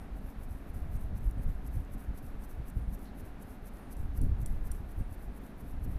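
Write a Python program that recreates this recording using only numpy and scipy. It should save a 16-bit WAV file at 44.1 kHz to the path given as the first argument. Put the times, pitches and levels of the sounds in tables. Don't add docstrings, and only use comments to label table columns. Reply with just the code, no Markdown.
import sys
import numpy as np
from scipy import signal
from scipy.fft import rfft, irfft
from scipy.io import wavfile
from scipy.ndimage import uniform_filter1d

SR = 44100
rng = np.random.default_rng(int(sys.argv[2]) if len(sys.argv) > 2 else 0)


def persist_wave(psi):
    counts = np.round(np.clip(psi, -1, 1) * 32767).astype(np.int16)
    wavfile.write(sys.argv[1], SR, np.atleast_2d(counts).T)


N = 264090


def from_db(db):
    return 10 ** (np.asarray(db) / 20)


def rms_one(x):
    return x / np.sqrt(np.mean(x ** 2) + 1e-20)


def coloured(x, spectrum):
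    hz, db = np.transpose(spectrum)
    log_bins = np.log(np.maximum(np.fft.rfftfreq(N, 1 / SR), 1))
    gain = from_db(np.interp(log_bins, np.log(hz), db, left=-90, right=-90))
    return rms_one(irfft(rfft(x) * gain, N))


def drift(rate_hz):
    pole = np.exp(-2 * np.pi * rate_hz / SR)
    noise = rng.standard_normal(N + SR)
    return rms_one(signal.lfilter([1], [1, -2 * pole, pole * pole], noise)[SR:])


def evened(x, seconds, share):
    power = uniform_filter1d(x ** 2, round(seconds * SR)) + 0.064
    return rms_one(x / power ** (share / 2))


def ring(x, hz, t60):
    radius = from_db(-60 / (t60 * SR))
    angle = 2 * np.pi * hz / SR
    feedback = [1, -2 * radius * np.cos(angle), radius * radius]
    return signal.lfilter([0, np.sin(angle)], feedback, x + 1e-18)


def clicks(events, scatter_db):
    s, db = np.transpose(events)
    out = np.zeros(N)
    out[np.round(s * SR).astype(int)] = from_db(db + scatter_db * rng.standard_normal(len(s)))
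    return out


def draught():
    # t/s, deep buffeting level/dB
    gusts = [(0, -42.5), (.28, -39), (.33, -53), (.38, -37), (.66, -46.5), (.74, -36), (1.0, -35),
             (1.5, -36.5), (1.8, -36.5), (1.88, -43.5), (2.5, -41), (2.72, -40.5), (2.92, -37),
             (3.0, -44.5), (3.9, -46), (4.02, -33.5), (4.4, -33.5), (4.82, -37), (4.9, -42.5),
             (5.08, -39.5), (5.5, -49.5), (5.7, -41.5), (5.85, -34), (5.99, -38)]
    # t/s, deep buffeting level/dB, flutter level/dB before its trim
    surges = [(.52, -44, -42), (.96, -34, -49), (1.131, -37, -31), (1.259, -24.5, -42), (1.39, -31.5, -35),
              (1.48, -26.5, -36), (1.78, -32.5, -32.5), (1.951, -36.5, -35.5), (2.1, -36.5, -46),
              (2.23, -38, -51), (2.599, -32, -42.5), (2.792, -28, -34.5), (2.9, -31.5, -38.5),
              (3.22, -47, -44), (4.238, -24, -23.5), (4.32, -23, -35), (4.44, -39.5, -51),
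              (4.54, -29.5, -36), (5.002, -29.5, -33), (5.29, -36, -53), (5.64, -47, -38), (5.75, -33, -61),
              (5.88, -46, -31.5), (5.94, -31, -40.5)]
    # f/Hz, relative level/dB
    buffet_spectrum = [(4, -8), (9, -1), (23, 0), (32, -2), (52, -2), (70, -8), (100, -17), (200, -30)]
    flutter_spectrum = [(50, -9.5), (90, 0.5), (150, -7.5), (250, -9), (400, -23.5), (600, -30)]
    flutter_db, flutter_grows, reference_gust_db = -49, 1.7, -36
    flutter_trim_db = -8.0
    deep_surge_s, flutter_surge_s = 0.021, 0.02

    t = np.arange(N) / SR
    gust_db = np.interp(t, *np.transpose(gusts))
    deep_power = from_db(2 * gust_db)
    steady_flutter_db = flutter_db + flutter_grows * (gust_db - reference_gust_db)
    flutter_power = from_db(2 * (steady_flutter_db + 0.9 * drift(11.0)))
    for s, surge_deep_db, surge_flutter_db in surges:
        near = slice(int(s * SR) - SR // 5, int(s * SR) + SR // 5)
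        since = t[near] - s
        deep_power[near] += from_db(2 * surge_deep_db) * np.exp(-(since / deep_surge_s) ** 2)
        flutter_power[near] += from_db(2 * surge_flutter_db) * np.exp(-(since / flutter_surge_s) ** 2)

    eddies = rng.standard_normal(N) * from_db(3.76 * drift(24.0))
    deep = evened(coloured(eddies, buffet_spectrum), 0.063, share=0.6)
    quick = evened(coloured(eddies, flutter_spectrum), 0.03, share=0.93)
    quick = quick * from_db(4.1 * drift(29.0) + flutter_trim_db)
    return np.sqrt(deep_power) * deep + np.sqrt(flutter_power) * quick


def thumps():
    eddy_thumps = [(0.506, -29, 86), (0.821, -42, 82.5), (1.04, -26, 82), (1.123, -27, 51.1),
                   (1.37, -33, 78.1), (1.473, -19, 52), (2.759, -22.5, 91), (2.884, -40, 96.9),
                   (3.988, -21.5, 50.6), (4.174, -15, 51), (4.225, -22, 51.1), (4.423, -20.5, 101),
                   (4.53, -23, 51.7), (4.695, -21, 52.3), (4.793, -22.5, 72), (5.269, -32, 68)]
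    trim_db = -6.5
    out = np.zeros(N)
    for s, db, hz in eddy_thumps:
        cycles = np.arange(0, 1.5, hz / SR)
        at = round(s * SR)
        pulse = np.sin(2 * np.pi * cycles) * np.hanning(len(cycles))
        out[at:at + len(cycles)] += from_db(db + trim_db) * pulse
    return out


def roar():
    # f/Hz, relative level/dB
    air_spectrum = [(40, -9.5), (100, -7), (160, -2.5), (260, -0.5), (342, -8.5), (420, -9), (505, -13),
                    (740, -12.5), (985, -17), (1580, -19.5), (2100, -24.5), (2700, -28.5), (3100, -32.5),
                    (3800, -33.5), (4900, -39.5), (7700, -45.5), (11400, -42.5), (15500, -55)]
    # f/Hz, level/dB, t60/s
    room_modes = [(205.4, -60.5, 0.24), (275, -63, 0.32), (549.6, -72.5, 0.28), (641, -77, .2),
                  (733, -70.5, 0.14)]
    air_db, hum_hz, hum_db = -51, 48.5, -53
    sway_db = 0.4 * drift(6)
    air = from_db(air_db + sway_db) * coloured(rng.standard_normal(N), air_spectrum)
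    modes = sum(from_db(db) * rms_one(ring(rng.standard_normal(N), hz, t60)) for hz, db, t60 in room_modes)
    hum = from_db(hum_db) * np.sin(2 * np.pi * hum_hz * np.arange(N) / SR)
    return air + modes + hum


def touching():
    turns = [(-.07, -75, .03, 0.083, -70.5, .034), (.188, -69.5, 0.041, 0.1, -66, 0.035),
             (.448, -64.7, 0.034, .058, -66, 0.072), (.706, -68, .032, .036, -66, 0.068),
             (.966, -63.5, 0.04, 0.038, -66, .044), (1.183, -61.5, 0.018, 0.062, -65, 0.051),
             (1.44, -62, .019, .043, -68.5, 0.066), (1.676, -62, 0.021, 0.065, -64.5, 0.059),
             (1.945, -61, 0.019, .053, -63.5, 0.041), (2.187, -58.5, 0.018, 0.06, -64, 0.045),
             (2.449, -58.5, .02, 0.048, -64, 0.039), (2.698, -61, .025, 0.082, -68, .032),
             (2.949, -59, .025, 0.089, -63.5, .026), (3.209, -62, .027, 0.045, -67.5, .041),
             (3.43, -59.5, .014, 0.079, -64.5, 0.035), (3.683, -60, 0.022, .058, -69, .079),
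             (3.93, -56, 0.013, 0.055, -66, .051), (4.181, -58.5, .018, 0.041, -65.5, 0.044),
             (4.427, -61, 0.019, .033, -64.5, 0.071), (4.677, -58.5, 0.02, 0.055, -64.5, 0.055),
             (4.923, -65.5, 0.03, .08, -66, .016), (5.147, -64.5, 0.036, 0.095, -66, 0.018),
             (5.382, -66, 0.029, 0.064, -66.5, 0.044), (5.612, -63.5, 0.018, 0.082, -65, 0.032),
             (5.85, -61, 0.018, 0.058, -66, 0.049)]
    first_fall_s = 0.006
    second_from_s, second_rises = 0.027, 0.59
    pointed = 1.4
    t, power = np.arange(N) / SR, np.zeros(N)
    for s, first_db, swell_s, delay, second_db, fade_s in turns:
        first = s, first_db, swell_s, first_fall_s
        second = s + delay, second_db, second_rises * (delay - second_from_s), fade_s
        near = slice(max(int(s * SR) - SR // 3, 0), int(s * SR) + SR // 2)
        for centre_s, db, rise, fall in (first, second):
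            since = pointed * (t[near] - centre_s)
            swell = 2 / (np.exp(-since / max(rise, 0.003)) + np.exp(since / max(fall, 0.003)))
            power[near] += from_db(2 * db) * swell ** (2 / pointed)
    return np.sqrt(power)


def grit():
    sizes = from_db(4 * np.minimum(rng.exponential(1, N), 4.5)) * rng.choice([-1, 1], N)
    grains_per_s = 4000.0 * from_db(3.0 * drift(70.0))
    caught = sizes * (rng.random(N) < grains_per_s / SR)
    pitches_hz = np.geomspace(4000, 15500, num=16)
    dealt = rng.integers(0, 16, size=N)
    rings = sum(np.sqrt(hz) * ring(caught * (dealt == k), hz, 20.0 / hz) for k, hz in enumerate(pitches_hz))
    return rms_one(rings) + 1.18 * rng.standard_normal(N)


def rubbing(contact):
    # f/Hz, relative level/dB
    top_spectrum = [(6500, -38), (8000, -11.5), (9500, -4), (11300, 4), (13000, 0), (15500, -5)]
    body_spectrum = [(3500, -1), (5000, 0.5), (6000, 6.5), (7000, 2.5), (8500, 2), (10000, -27)]
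    grains = grit()
    pressure = contact / from_db(-65.5)
    top = coloured(grains, top_spectrum)
    body = from_db(-12.5) * pressure ** 0.2 * coloured(grains, body_spectrum)
    return contact * (top + body)


def knocks():
    # t/s, strength level/dB before chance scatter
    hits = [(2.7005, -50), (3.9674, -51), (4.2148, -43), (4.4602, -34.5), (4.7162, -34)]
    # f/Hz, level/dB before the trim, t60/s
    part_modes = [(3300, -21, 0.017), (4380, -20, 0.022), (5860, -7, 0.012), (7380, -10, 0.023),
                  (7900, -14, 0.029), (8320, -5.5, 0.02), (9520, -1, 0.033), (10040, -0.5, 0.013),
                  (10280, -1, 0.013), (11040, -4, 0.0081), (12300, -9, .012), (13100, -6, .012),
                  (14600, -22, .015)]
    mode_trim_db, bounce_s = -7.0, 0.0012
    thin = signal.butter(2, [4000.0, 15000.0], "band", fs=SR, output="sos")
    out = signal.sosfilt(thin, clicks(hits, scatter_db=0.5))
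    for k, (hz, db, t60) in enumerate(part_modes):
        sign = (-1) ** k
        hit = clicks(hits, scatter_db=2.5) * from_db(db + mode_trim_db) * sign
        bounce = 0.29 * np.roll(hit, round(bounce_s * SR))
        out += ring(hit + bounce, hz, t60)
    return out


def snaps(contact):
    # t/s, strength level/dB before scatter, filter and trim
    clear_snaps = [(0.436, -52), (0.9418, -55), (0.9654, -57), (1.3108, -50), (1.6654, -52), (1.7604, -52),
                   (1.8497, -59), (1.9375, -50), (2.5132, -53), (2.684, -48), (2.9926, -51), (3.044, -52),
                   (3.771, -47), (4.4324, -52), (4.7691, -52), (5.1282, -49), (5.253, -54), (5.466, -53)]
    small_per_s, small_db = 2.8, -57
    t60, trim_db = 0.008, -1.5
    small = rng.random(N) < small_per_s * contact / contact.mean() / SR
    small_starts = small * from_db(small_db + 2 * rng.standard_normal(N))
    starts = clicks(clear_snaps, scatter_db=2.5) + small_starts
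    burst = signal.lfilter([1], [1, -from_db(-60 / (t60 * SR))], starts)
    bright = signal.butter(2, [6000.0, 14500.0], "band", fs=SR, output="sos")
    return from_db(trim_db) * signal.sosfilt(bright, burst * rng.choice([-1, 1], N))


def chirps():
    # t/s, starting level/dB before the throb, f/Hz, t60/s
    far_chirps = [(0, -72, 9100, 0.28), (.97, -71, 8900, 0.29), (1.38, -71, 8900, 0.32),
                  (2.40, -71, 8800, .25), (2.81, -75, 9300, .5), (2.985, -71, 9000, .15),
                  (3.055, -62, 4180, 0.095), (3.073, -65, 4060, 0.12), (3.81, -73.5, 9350, .7),
                  (4.99, -69, 8850, .25), (5.02, -76, 9200, 0.43)]
    width_hz = 340
    out, t = np.zeros(N), np.arange(SR // 2) / SR
    throb = from_db(2 * drift(60))
    for s, db, hz, t60 in far_chirps:
        band = signal.butter(1, [hz - width_hz / 2, hz + width_hz / 2], "band", fs=SR, output="sos")
        narrow = rms_one(signal.sosfilt(band, rng.standard_normal(len(t))))
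        tone = evened(narrow, 0.008, share=0.7)
        at = round(s * SR)
        out[at:at + len(t)] += from_db(db - 60 * t / t60) * tone
    return out * throb


def scene():
    contact = touching()
    air = draught() + thumps() + roar()
    parts = rubbing(contact) + knocks() + snaps(contact)
    return (air + parts + chirps())[None]


def record(dry):
    cutoff_hz = 15550
    return signal.sosfilt(signal.ellip(12, 0.5, 70, cutoff_hz, fs=SR, output="sos"), dry)


dry = scene()
out = record(dry)
persist_wave(out)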